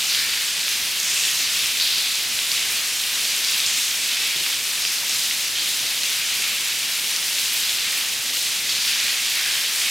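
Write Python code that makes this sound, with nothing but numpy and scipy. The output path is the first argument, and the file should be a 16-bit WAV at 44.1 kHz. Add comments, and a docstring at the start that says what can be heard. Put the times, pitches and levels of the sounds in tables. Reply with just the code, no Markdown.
"""A stone cloister in steady rain, heard from under the arcade. Countless far drops merge into a wash
over a low murmur of air, and near drops tick on the wet paving. Water spilling from the eaves slaps
down in clusters that ring round the walls. Midway comes one soft double bump close by, then a hollow
plop as a drop traps a bubble in a puddle."""
import sys
import numpy as np
from scipy import signal
from scipy.fft import rfft, irfft, next_fast_len
from scipy.io import wavfile
from scipy.ndimage import uniform_filter1d, map_coordinates

SR = 44100
rng = np.random.default_rng(int(sys.argv[2]) if len(sys.argv) > 2 else 0)


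def file_out(sig):
    """Save sig as 16-bit WAV at sys.argv[1]."""
    # one column per channel
    cols = np.atleast_2d(sig).T
    # limit, then scale
    lim = np.clip(cols, -1, 1)
    pcm = np.round(lim * 32767).astype(np.int16)
    wavfile.write(sys.argv[1], SR, pcm)


N = 436590
TOP_HZ = 15900  # ceiling for drop pitches and for the whole mix


def amp(db):
    """Decibels to gain."""
    return 10 ** (np.asarray(db) / 20)


def unit(x):
    """Scale to rms 1."""
    return x / np.sqrt(np.mean(x ** 2) + 1e-20)


def along(points, hz):
    """Read a curve of (Hz, value) points on a log frequency axis."""
    freqs, values = np.transpose(points)
    return np.interp(np.log(hz + 1), np.log(freqs + 1), values)


def filtered(x, response):
    """Zero-phase EQ; response gives the gain at each frequency in Hz."""
    size = next_fast_len(N + SR // 2)
    return irfft(rfft(x, size) * response(np.fft.rfftfreq(size, 1 / SR)), size)[..., :N]


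def wobble(rate):
    """A smooth random curve with rate knots a second."""
    knots = rng.standard_normal(int(N * rate / SR) + 4)
    return map_coordinates(knots, [np.arange(N) * rate / SR])


def rush(spectrum, patchy_db):
    """A stereo noise bed of rms 1, dappled with louder and softer patches in time and frequency."""
    # Stereo image. Each row: frequency in Hz, left-right likeness (1 is mono).
    likeness = [(60, 0.96), (99, 0.99), (160, 0.88), (270, 0.87), (450, 0.82), (740, 0.86), (1220, 0.97),
                (2010, 0.99), (3330, 0.93), (5500, 0.9), (9080, 0.93), (15000, 0.99)]

    def mid_side_gains(hz):
        width = np.arccos(np.clip(along(likeness, hz), -1, 1)) / 2
        return amp(along(spectrum, hz)) * [np.cos(width), np.sin(width)]

    frames = signal.stft(rng.standard_normal((2, N)), nperseg=512)[2]
    patches = uniform_filter1d(rng.standard_normal(frames.shape[1:]), size=12, axis=0)
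    patches = uniform_filter1d(patches, size=10, axis=1)
    noise = signal.istft(frames * amp(patchy_db * unit(patches)))[1][:, :N]
    mid, side = filtered(noise, mid_side_gains)
    return unit(np.array([mid + side, mid - side]))


def courtyard_air():
    """The low, even murmur of air that fills the courtyard."""
    # Tone of the murmur. Each row: frequency in Hz, relative level in dB.
    spectrum = [(12, -41), (20, -11.5), (108, -1.5), (236, 0), (524, -1.5), (900, -3.5), (1170, -14),
                (1980, -120)]
    return amp(-48.0) * rush(spectrum, patchy_db=1.0)


def rainfall(flutter_per_s=15):
    """A dB curve for each drop size: the rain swells and eases, and the number of drops varies by chance."""
    # The rain's swells. Each row: time in seconds, strength in dB.
    swells = [(0, 1), (0.55, -0.5), (1.3, 1.4), (2.3, -0.3), (2.6, 1.6), (2.95, -0.8), (3.4, 1.3),
              (4.2, 0.1), (4.65, -0.2), (5.2, 0), (5.8, -0.1), (6.4, 0.7), (6.8, 0), (7.4, 0.7),
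              (8.2, -0.6), (9, 0.8), (9.9, 1.3)]
    # Heavy drops in puddles, drops on stone, small drops, fine spray.
    # Each row: base level in dB, dB gained per dB of strength, own flutter in dB.
    drop_sizes = [(-31.5, 1, 0.3), (-26.5, 1.2, 0.12), (-29.5, 1, 0.78), (-33, 0.4, 1)]
    strength_db = np.interp(np.arange(N) / SR, *np.transpose(swells))
    shared_flutter_db = 0.35 * wobble(flutter_per_s)
    return [db + follows * strength_db + shared_flutter_db + flutter_db * wobble(flutter_per_s)
            for db, follows, flutter_db in drop_sizes]


def far_rain(levels):
    """Far drops merge into a wash: the smaller the drops, the higher their band of the hiss."""
    # Crossovers in Hz between the bands of the four drop sizes.
    crossovers = [2800, 5500, 9500]
    # Tone of the wash before each band gets its level. Each row: frequency in Hz, relative level in dB.
    spectrum = [(290, -40), (500, -22.5), (972, -13), (2450, 0), (3670, -2), (12400, -7), (14900, -9),
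                (15800, -18)]
    wash = rush(spectrum, patchy_db=0.5)
    highpasses = [lambda hz, edge=edge: 1 - 1 / (1 + (hz / edge) ** 8) for edge in crossovers]
    above = [np.ones_like, *highpasses, np.zeros_like]
    bands = [filtered(wash, lambda hz: low(hz) - high(hz)) for low, high in zip(above, above[1:])]
    trims_db = [-3.5, -2.5, -3.0, -4.0]
    return sum(amp(level + trim) * unit(band) for level, trim, band in zip(levels, trims_db, bands))


def impacts(times, gains, pitch_hz, decay_cycles, rise_cycles=0.16, highpass_hz=1200):
    """Each drop is a sine that swells and dies within a few cycles, placed a little left or right."""
    offsets = np.arange(256)
    cycles = np.clip(pitch_hz, 1, TOP_HZ)[:, None] * offsets / SR
    attack = 1 - np.exp(-(cycles / rise_cycles) ** 2)
    waves = np.sin(2 * np.pi * cycles) * np.exp(-cycles / decay_cycles) * attack
    waves *= (gains / np.abs(waves).max(axis=1))[:, None]
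    where = (np.abs(times) * SR).astype(int)[:, None] + offsets
    pan_db = 0.5 * rng.standard_normal((len(times), 1))
    pair = [np.bincount(where.ravel(), (waves * amp(side * pan_db)).ravel(), N)[:N] for side in (-1, 1)]
    # so small a source radiates no bass
    return signal.lfilter(*signal.butter(2, highpass_hz, "high", fs=SR), pair)


def shower(per_s, pitch_hz, spread, decay_cycles, scatter_db):
    """Drops at random moments, rms 1; the few that land close stand out."""
    moment, distance, detune = rng.random((int(per_s * N / SR), 3)).T
    gains = amp(-scatter_db * np.log(distance + 0.004))
    pitches = pitch_hz * np.exp(spread * (2 * detune - 1))
    return unit(impacts(moment * N / SR, gains, pitches, decay_cycles))


def near_rain(levels):
    """Single drops in earshot: plops in puddles, taps on stone, small ticks and pinpoint spray."""
    puddle_db, stone_db, small_db, spray_db = levels
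    plops = shower(per_s=400, pitch_hz=2736, spread=0.364, decay_cycles=4.1, scatter_db=0.5)
    taps = shower(per_s=800, pitch_hz=4230, spread=0.44, decay_cycles=1.5, scatter_db=3.0)
    ticks = shower(per_s=700, pitch_hz=7200, spread=0.35, decay_cycles=0.98, scatter_db=2.9)
    spray = shower(per_s=1100, pitch_hz=11600, spread=0.18, decay_cycles=1.4, scatter_db=3.5)
    return (amp(puddle_db - 10.5) * plops + amp(stone_db - 7.0) * taps
            + amp(small_db - 7.0) * ticks + amp(spray_db - 3.5) * spray)


def eave_spills(drops_each=90, lowest_hz=1700):
    """A rope of water breaks into a burst of like drops, thickest at first, which the cloister prolongs."""
    # Spills from the eaves. Each row: start in seconds, typical drop level in dB, centre pitch in Hz,
    # time spread in seconds, pitch scatter as a log ratio.
    spills = [(0.093, -22, 4400, 0.066, 0.12), (0.148, -30, 2310, .045, 0.23), (0.29, -29, 4500, 0.082, .6),
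              (0.56, -24.5, 4500, .1, 0.29), (1.03, -19.5, 6690, .13, .16),
              (1.159, -30.5, 2650, .012, 0.091), (1.255, -26, 11000, 0.043, .12),
              (1.403, -23, 4570, 0.037, .22), (1.556, -25, 3220, .085, .2),
              (1.798, -21.5, 4300, 0.017, 0.087), (1.838, -20.5, 4030, .07, .15),
              (2.33, -28, 9000, 0.028, .4), (2.556, -32.5, 2170, .11, .16), (3.232, -26, 5570, .037, .5),
              (3.45, -21.5, 4570, .13, .42), (3.663, -22, 6830, 0.054, 0.11), (3.76, -28, 8500, .02, .35),
              (4.029, -23, 3900, .13, 0.26), (4.208, -27.5, 3030, .099, .24),
              (4.811, -24.5, 5700, .043, 0.11), (5.074, -21.5, 6200, 0.14, 0.37),
              (5.553, -24.5, 3750, .07, 0.16), (6.129, -29.5, 3400, 0.047, .3),
              (6.419, -29, 2560, 0.052, .14), (6.96, -28, 11000, .06, .2), (7.388, -26, 8630, .012, 0.52),
              (7.524, -25, 12560, .037, .12), (7.63, -26, 3700, .05, .24), (7.85, -30, 2850, 0.065, 0.32),
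              (8.333, -22, 7250, .056, 0.51), (8.695, -24.5, 4600, .018, .22), (8.75, -22, 4300, .12, 0.33),
              (8.879, -27, 3000, .025, 0.32), (8.959, -30.5, 2200, 0.06, .14),
              (9.352, -26, 2720, 0.083, 0.34), (9.815, -25, 2810, .14, .21)]
    start, db, hz, time_spread, scatter = np.transpose(spills)[:, :, None]
    delay, size, detune = rng.standard_normal((len(spills), 3, drops_each)).transpose(1, 0, 2)
    times = start + time_spread * np.abs(delay)
    gains = amp(db + 2 * size)
    pitches = np.maximum(hz * np.exp(scatter * 2 * np.tanh(detune / 2)), lowest_hz)
    bursts = impacts(times.ravel(), gains.ravel(), pitches.ravel(), decay_cycles=2.22, rise_cycles=0.53)
    return bursts + amp(3.0) * cloister_reverb(bursts)


def cloister_reverb(x):
    """The stone walls answer with a diffuse tail whose treble dies first."""
    # Ring of the walls. Each row: frequency in Hz, seconds to fall 60 dB.
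    decay_times = [(300, 2.2), (3000, 1.77), (7000, 1.9), (14000, 0.66)]
    hz, t, frames = signal.stft(rng.standard_normal((2, SR)), SR, nperseg=256)
    decay = amp(-60 * t / along(decay_times, hz)[:, None])
    mid, side = signal.istft(frames * decay)[1]
    tail = mid + amp(-14) * np.array([side, -side])
    return signal.fftconvolve(x, tail / np.linalg.norm(tail[0]), axes=1)[:, :N]


def nearest_drops(decay_s=0.00026):
    """Fat drops by the arcade's edge flatten with a rounded click; the stone beside them throws it back."""
    # The closest drops. Each row: start in seconds, level in dB, pitch in Hz.
    drops = [(0.0986, -7, 4020), (0.1485, -4, 3380), (0.1919, -7, 4430), (0.6817, -6, 2810),
             (1.0005, -5, 6190), (1.2368, -7, 3430), (1.2518, -4, 3820), (1.7992, -6, 4370),
             (1.8238, -5, 4500), (1.9828, -6, 4960), (2.3898, -5, 3240), (2.5171, -5, 4350),
             (3.0378, -8, 3610), (3.4468, -5, 4580), (3.5458, -6, 3030), (3.6026, -5, 4340),
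             (3.6638, -4, 5700), (4.8508, -6, 3230), (5.0948, -7, 6310), (5.3108, -6, 2500),
             (6.0341, -5, 4180), (7.1625, -4, 5250), (7.3848, -6, 3390), (7.6938, -6, 3520),
             (8.3698, -8, 2740), (8.6935, -6, 3720)]
    start, db, hz = np.transpose(drops)
    decay_cycles = decay_s * hz[:, None]
    click = impacts(start, amp(db - 0.5), hz, decay_cycles, rise_cycles=0.45, highpass_hz=1800)
    echo_start = start + rng.uniform(0.0008, 0.002, len(start))
    echo = impacts(echo_start, amp(db - 8), hz, decay_cycles, rise_cycles=0.7, highpass_hz=1800)
    return click + echo


def double_bump(attack_s=0.006):
    """Two soft, dull knocks in quick succession, each a few low modes that die fast."""
    # The knocks. Each row: start in seconds, level in dB.
    knocks = [(4.355, -36), (4.402, -38.5)]
    # Their ring. Each row: frequency in Hz, relative level in dB, seconds to fall 60 dB.
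    modes = [(150, 0, 0.12), (323, 2, 0.084), (405, 4, 0.073)]
    out = np.zeros(N)
    for start, db in knocks:
        t = np.maximum(np.arange(N) / SR - start, 0)
        ring = sum(amp(level - 60 * t / t60) * np.sin(2 * np.pi * hz * t) for hz, level, t60 in modes)
        out += amp(db) * ring * (1 - np.exp(-t / attack_s))
    return out


def hollow_plop(start_s=5.032, db=-31, hz=880, t60_s=0.035):
    """One drop traps a large bubble in a puddle; its pitch rises as it dies."""
    t = np.maximum(np.arange(N) / SR - start_s, 0)
    phase = 2 * np.pi * hz * t * (1 + 0.2 * t / t60_s)
    return amp(db - 60 * t / t60_s) * np.sin(phase)


def scene():
    """A bed of air and rain, with the close drops, spills, bump and plop on top."""
    levels = rainfall()
    bed = courtyard_air() + far_rain(levels) + near_rain(levels)
    return bed + nearest_drops() + eave_spills() + double_bump() + hollow_plop()


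def record(dry):
    """A brick-wall low-pass takes off the very top of the treble."""
    return filtered(dry, lambda hz: hz < TOP_HZ)


dry = scene()
out = record(dry)
file_out(out)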